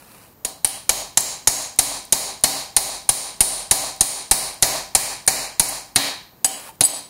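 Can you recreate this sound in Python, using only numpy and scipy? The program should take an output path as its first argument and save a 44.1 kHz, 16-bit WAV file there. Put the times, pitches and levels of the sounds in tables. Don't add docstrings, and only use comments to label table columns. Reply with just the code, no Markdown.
import sys
import numpy as np
from scipy import signal
from scipy.fft import rfft, irfft, next_fast_len
from scipy.io import wavfile
from scipy.ndimage import uniform_filter1d, minimum_filter1d

SR = 44100
rng = np.random.default_rng(int(sys.argv[2]) if len(sys.argv) > 2 else 0)


def put_to_file(sound):
    columns = np.atleast_2d(sound).T
    safe = np.clip(columns, -1, 1)
    whole_steps = np.round(safe * 32767)
    wavfile.write(sys.argv[1], SR, whole_steps.astype(np.int16))


def volts(x):
    e = np.asarray(x, float) / 20
    return 10 ** e


N = 312713


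def evened(x):
    return x / np.sqrt(np.mean(x ** 2) + 1e-20)


def read(points, hz):
    f, value = np.transpose(points)
    return np.interp(np.log(hz + 1), np.log(f + 1), value)


def columns(table):
    return np.transpose(table)[:, :, None]


def add(mix, start_s, sound):
    part = mix[round(start_s * SR):][:len(sound)]
    part += sound[:len(part)]


def coloured(spectrum, size):
    white = rfft(rng.standard_normal(size))
    shape = volts(read(spectrum, np.fft.rfftfreq(size, 1 / SR)))
    return evened(irfft(white * shape, size))


def ring(hz, db, t60, t, detune, scatter_db):
    share, shift = rng.standard_normal((2, len(hz), 1))
    level = volts(db + scatter_db * share - 60 * t / t60)
    return (level * np.sin(2 * np.pi * hz * (1 + detune * shift) * t)).sum(0)


# pitch_hz, level_db (per Hz)
AIR = [(15, -30), (40, -8.5), (65, -6), (161, -5), (476, -13), (796, -13), (2840, -29), (9570, -35),
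       (12500, -29), (13600, -26.5), (16000, -30)]
# pitch_hz, level_db
WHINE = [(6857, -78), (13714, -64)]


def background():
    t = np.arange(N) / SR
    whine = sum(volts(db) * np.sqrt(2) * np.sin(2 * np.pi * hz * t) for hz, db in WHINE)
    return volts(-50) * coloured(AIR, size=N) + whine


# pitch_hz, t60_s
GARAGE = [(60, 0.23), (500, 0.43), (2000, 0.45), (5000, 0.43), (10000, 0.34), (16000, 0.26)]


def garage(x):
    hz, t, z = signal.stft(rng.standard_normal((3, SR * 3 // 4)), SR, nperseg=256)
    decay = volts(-60 * t / read(GARAGE, hz)[:, None])
    tails = signal.istft(z * decay, SR, nperseg=256)[1]
    tails = tails * (1 - np.exp(-np.arange(tails.shape[1]) / SR / 0.0037))
    turn = np.arange(N) / SR * np.pi - np.arange(3)[:, None] * np.pi / 3
    fed = x * np.cos(turn) * np.sqrt(2 / 3)
    return signal.fftconvolve(fed, tails / np.linalg.norm(tails[0]), axes=1)[:, :N].sum(0)


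# pitch_hz, level_db (per Hz)
RUB_COLOUR = [(120, -34), (200, -3), (240, 4), (316, -12), (360, -8), (548, 5.5), (806, 0), (867, 2.5),
              (1450, 1.5), (2210, -3.5), (2420, 3), (3300, -5.5), (4300, -6), (6520, -12), (9750, -4),
              (16000, -13)]
# time_s, level_db
RUBS = [
    [(0.0, -48.5), (0.112, -49), (0.116, -47.5), (0.236, -48.5), (0.24, -48), (0.34, -60)],
    [(6.56, -43), (6.584, -40), (6.696, -39), (6.728, -58), (6.76, -50)],
]


def add_rubs(near):
    for stroke in RUBS:
        s, db = np.transpose(stroke)
        t = np.arange(s[0], s[-1], 1 / SR)
        slips = evened(uniform_filter1d(rng.standard_normal(len(t)), size=120))
        grain = volts(1.6 * slips) * coloured(RUB_COLOUR, size=len(t))
        add(near, s[0], volts(np.interp(t, s, db)) * evened(grain))


# start_s, level_db, pitch_hz
KNOCKS = [
    (6.69, -32, 897),
]


def add_knocks(near):
    t = np.arange(2000) / SR
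    for start_s, db, hz in KNOCKS:
        add(near, start_s, volts(db - 60 * t / 0.11) * np.sin(2 * np.pi * hz * t))


# pitch_hz, level_db (per Hz)
CRACK = [(40, -50.5), (120, 3), (450, -37), (780, 4), (1350, -12.5), (2300, -3.5), (2800, -10.5),
         (3150, -16), (3500, -18), (4200, -2), (5400, -5), (8500, -6.5), (11000, -6), (15700, -5.5),
         (16800, -20)]
LOOSE_HZ = [4829, 8005, 9560, 11050, 13310, 14400]
# level_db, t60_s
LOOSE_WRENCH = [(-16.5, 0.1), (-5, 0.084), (2.5, 0.087), (-10.5, 0.1), (-7, 0.18), (-5, .15)]


def clink(db, air_s, low_db, upper_db, top_db):
    t = np.arange(SR // 3) / SR
    share_db, t60 = columns(LOOSE_WRENCH)
    share_db = share_db + np.array([low_db, low_db, 0, upper_db, top_db, top_db])[:, None]
    tone = ring(np.c_[LOOSE_HZ], share_db, t60, t, detune=0.001, scatter_db=0)
    choke_db = -18 * np.clip((t - air_s) / 0.0018, 0, 1)
    tick = np.diff(coloured(CRACK, size=len(t)), prepend=0) * volts(-14 - 60 * t / 0.0098)
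    tick = tick + volts(4) * np.roll(tick, round(air_s * SR))
    return volts(db) * (tick + volts(choke_db) * tone)


# start_s, strength_db, low_modes_db, upper_modes_db, top_modes_db
CLINKS = [
    (5.6872, -15, -23.5, 8, 2),
    (6.4452, -6.2, 6.5, 11, -7),
    (6.454, -10, 11.5, 12, 1),
    (6.8374, 4, -5, -23, -21),
    (6.8504, -2.5, 13.5, 12, -9),
    (6.8573, -7.5, 5, 11, 4),
]
# start_s, strength_db
TICKS = [(.674, -14), (1.206, -4), (1.622, -30), (1.761, -41), (2.051, -37), (2.4105, -43), (3.962, -40),
         (4.542, -36), (4.62, -34), (5.265, -28), (5.954, -34), (6.9632, -41)]
# low, upper and top modes, each level_db
TICK_SHARE_DB = [-10, -1, -3]


def add_clinks(near, far):
    starts = np.transpose(CLINKS)[0]
    air_s = np.minimum(np.diff(starts, append=np.inf), 0.0122)
    hops = [(s, db, air, *modes) for (s, db, *modes), air in zip(CLINKS, air_s)]
    ticks = [(s, db, 0.0028, *TICK_SHARE_DB) for s, db in TICKS]
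    for start_s, *settings in hops + ticks:
        sound = clink(*settings)
        add(near, start_s, sound)
        add(far, start_s, volts(-3.5) * sound)


# pitch_hz, level_db
WRENCH = [(8150, -12.5), (8750, -44), (9200, 1), (9550, 0.6), (10100, -18.5), (11200, -21), (12700, -32)]
HUB = [(5800, -15.5), (6350, -41.5), (6750, 2.5), (7400, -1.5)]
AXLE = [(3300, -8), (3750, -9.5), (3910, -5.5), (4150, -1.2), (4420, -5), (4950, -17)]
SWINGARM = [(285, -17.5), (390, -19), (600, -9), (690, 3.5), (790, 0.5), (880, -12.5), (960, 2),
            (1080, -7.5)]
DISC = [(1900, -2), (2330, -2.5)]
CALIPER = [(2950, -8), (3160, -.1)]
# usual level_db, then t60_s, then onset_s (how late it speaks)
PART_DB = [-0.5, -4.5, -9.5, -27.5, -18.5, -22.5]
PART_T60 = [.0065, .008, .009, .025, .008, .01]
PART_LATE = [0.000029, 0.00055, 0.0046, 0.014, 0.013, 0.014]
# pitch_hz, level_db, t60_s
RIM = [(777.7, -3, 0.18), (280.3, -15, 0.22), (396.2, -17.5, 0.29)]
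# pitch_hz, level_db, t60_s
STAND = [(33.5, -29, 0.18), (42.5, 2.5, 0.49)]


def blow(db, wrench_db, hub_db, arm_db, stand_db, axle_db, spray_db, bump_db, disc_db):
    t = np.arange(SR // 2) / SR
    short = t[:4000]
    chatter = volts(-60 * short / 0.039) * rng.standard_normal(4000) * 0.2
    chatter[0] = 0.4

    crack = signal.lfilter(*signal.butter(2, 9800, fs=SR), coloured(CRACK, size=len(t)))
    near = crack * volts(spray_db - 9.5 - 60 * t / 0.097) * (1 - np.exp(-t / 0.0015))
    crack_shape = evened(volts(read(CRACK, np.fft.rfftfreq(4000, 1 / SR))))
    power = crack_shape ** 2 * volts(2 * (spray_db + 16.5))

    caliper_db = 0.39 * disc_db + 1.3 * min(14 - db, 12)
    parts = WRENCH, HUB, AXLE, SWINGARM, DISC, CALIPER
    drive_db = wrench_db, hub_db, axle_db, arm_db, disc_db, caliper_db
    for modes, t60, late, drive, usual in zip(parts, PART_T60, PART_LATE, drive_db, PART_DB):
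        part = volts(drive + usual) * ring(*columns(modes), t60, short, detune=0.009, scatter_db=-2.0)
        onset = 1 - np.exp(-(short + 1e-4) / late)
        add(near, 0, signal.fftconvolve(chatter * onset, part))
        power += abs(volts(5.0) * rfft(part)) ** 2

    rim = volts(arm_db + PART_DB[3]) * ring(*columns(RIM), t, detune=0.006, scatter_db=3.0)
    far = rim.copy()
    add(far, 0, np.roll(irfft(np.sqrt(power)), 200))

    thud = volts(stand_db - 43.5) * ring(*columns(STAND), t, detune=0.02, scatter_db=-3)
    push = t / 0.0028
    thud += volts(bump_db - 11.5) * push * np.exp(1 - push)
    near = near + (rim + thud) * (1 - np.exp(-t / 0.0039))
    return volts(db) * near, volts(db) * far


# swingarm, stand, axle, spray, floor bump, each level_db
TIGHT_DB = [8.3, 2.1, 0.033, 2.4, 2]
FREE_DB = [10.5, -21, 0, 1.3, -18.5]


def shares(start_s, db, square_db, hub_db, disc_db):
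    free = start_s > 5.8
    arm_db, stand_db, axle_db, spray_db, bump_db = FREE_DB if free else TIGHT_DB
    soft_db = 14 - db
    arm_db = arm_db + 0.1 * soft_db
    axle_db = axle_db - free * 1.3 * square_db
    bump_db = bump_db + (not free) * 2 * square_db - 0.14 * soft_db
    spray_db = spray_db + 0.1 * disc_db
    return db, square_db, hub_db, arm_db, stand_db, axle_db, spray_db, bump_db, disc_db


# start_s, strength_db, squareness_db (how full the face meets the wrench), hub_clank_db, disc_shake_db
BLOWS = [(0.4485, -11, -2.5, -5, -16), (.646, -0.5, 0.5, -19, 8), (0.8929, 6.5, -4.5, -1, -4),
         (1.1728, 9.5, -5.5, 5, 6), (1.4731, 12.5, -1, 4.5, 8), (1.7886, 15, -3.5, -1.5, -5),
         (2.1239, 14.5, -2.8, -3, -2), (2.4373, 15.5, -2.5, -3, 3), (2.7648, 16, -1.3, -6, -4),
         (3.0901, 15, -1, 0, -7), (3.4058, 16.5, 3, -3.5, -12), (3.711, 15.5, -1.7, -5.5, -2),
         (4.008, 15.5, 0.2, -0.5, -5), (4.3115, 15, 1.1, -20, 7.5), (4.6245, 15.5, -6, -2.5, 11.5),
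         (4.9499, 14.5, -2.5, -2, 14), (5.2764, 14.5, -4, -0.3, 12), (5.5962, 14, -0.2, -4.5, 7.5),
         (5.9594, 9, -7.5, -7.5, 15.5), (6.4455, -3.5, 0.5, -0.5, 13.5), (6.8081, 7, -3, -2.5, 6.5)]


def add_blows(near, far):
    for row in BLOWS:
        direct, burst = blow(*shares(*row))
        add(near, row[0], direct)
        add(far, row[0], burst)


def scene():
    near, far = background(), np.zeros(N)
    add_rubs(near)
    add_knocks(near)
    add_clinks(near, far)
    add_blows(near, far)
    return (near + volts(-11.0) * garage(far))[None]


def limiter(dry):
    power_db = 10 * np.log10(abs(signal.lfilter([0.012], [1, 0.012 - 1], dry[0] ** 2)) + 1e-12)
    fall_db = np.arange(N) * 205.0 / SR
    over_db = np.maximum(np.maximum.accumulate(power_db + fall_db) - fall_db + 21.5, 0)
    grip = 0.0071
    ducked = dry / volts(signal.lfilter([grip], [1, grip - 1], 0.58 * over_db))
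    swing = abs(signal.hilbert(ducked, next_fast_len(N))[:, :N]) / 0.68 + 1e-9
    return ducked * np.tanh(swing ** 2.5) ** (1 / 2.5) / swing, swing


# pitch_hz, level_db
OVERALL_COLOUR = [(20, -4), (1100, -1.4), (1350, -3.5), (1700, -2.4), (3200, -2.97), (3520, -4), (3800, 0.4),
                  (15700, 2), (16000, -29)]


def overall_colour(held, swing):
    top = signal.oaconvolve(held, signal.firwin(127, 12900, pass_zero=False, fs=SR)[None], "same")
    held = held - top * np.clip(1.6 * uniform_filter1d(np.minimum(swing, 1), size=200), 0, 0.8)
    held = signal.lfilter(*signal.butter(1, 22, "high", fs=SR), held)
    hz = np.linspace(0, SR / 2, 1025)
    colour = signal.firwin2(1023, hz, volts(read(OVERALL_COLOUR, hz)), fs=SR)
    return signal.oaconvolve(held[0], colour, "same")


# pitch_hz, threshold_db (against the neighbouring bands)
MUTE_DB = [(2800, -30), (3300, -3.2), (5000, -3.2), (8500, -5), (10500, -3.5), (12500, -1.2), (15000, -1.5)]


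def mute_weak_bands(x):
    hz, _, z = signal.stft(x, SR, nperseg=2048, noverlap=1536)
    power = (abs(z[:1024]) ** 2).reshape(64, 16, -1).mean(1)
    power = uniform_filter1d(power, size=2, axis=1)
    level_db = 10 * np.log10(power + 1e-20)
    under_db = level_db - uniform_filter1d(level_db, size=7, axis=0, mode="nearest")
    total_db = 10 * np.log10(power.sum(0) + 1e-20)
    calm = total_db - minimum_filter1d(total_db, size=7) < 7
    weak = under_db < read(MUTE_DB, hz[8:1024:16])[:, None]
    z[:1024] *= np.repeat(np.where(calm & weak, 0.05, 1.0), 16, axis=0)
    return signal.istft(z, SR, nperseg=2048, noverlap=1536)[1][None, :N]


def band_limit(x):
    return signal.sosfilt(signal.butter(12, 16800, fs=SR, output="sos"), x)


def record(dry):
    held, swing = limiter(dry)
    mix = mute_weak_bands(overall_colour(held, swing))
    return band_limit(mix)


dry = scene()
out = record(dry)
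put_to_file(out)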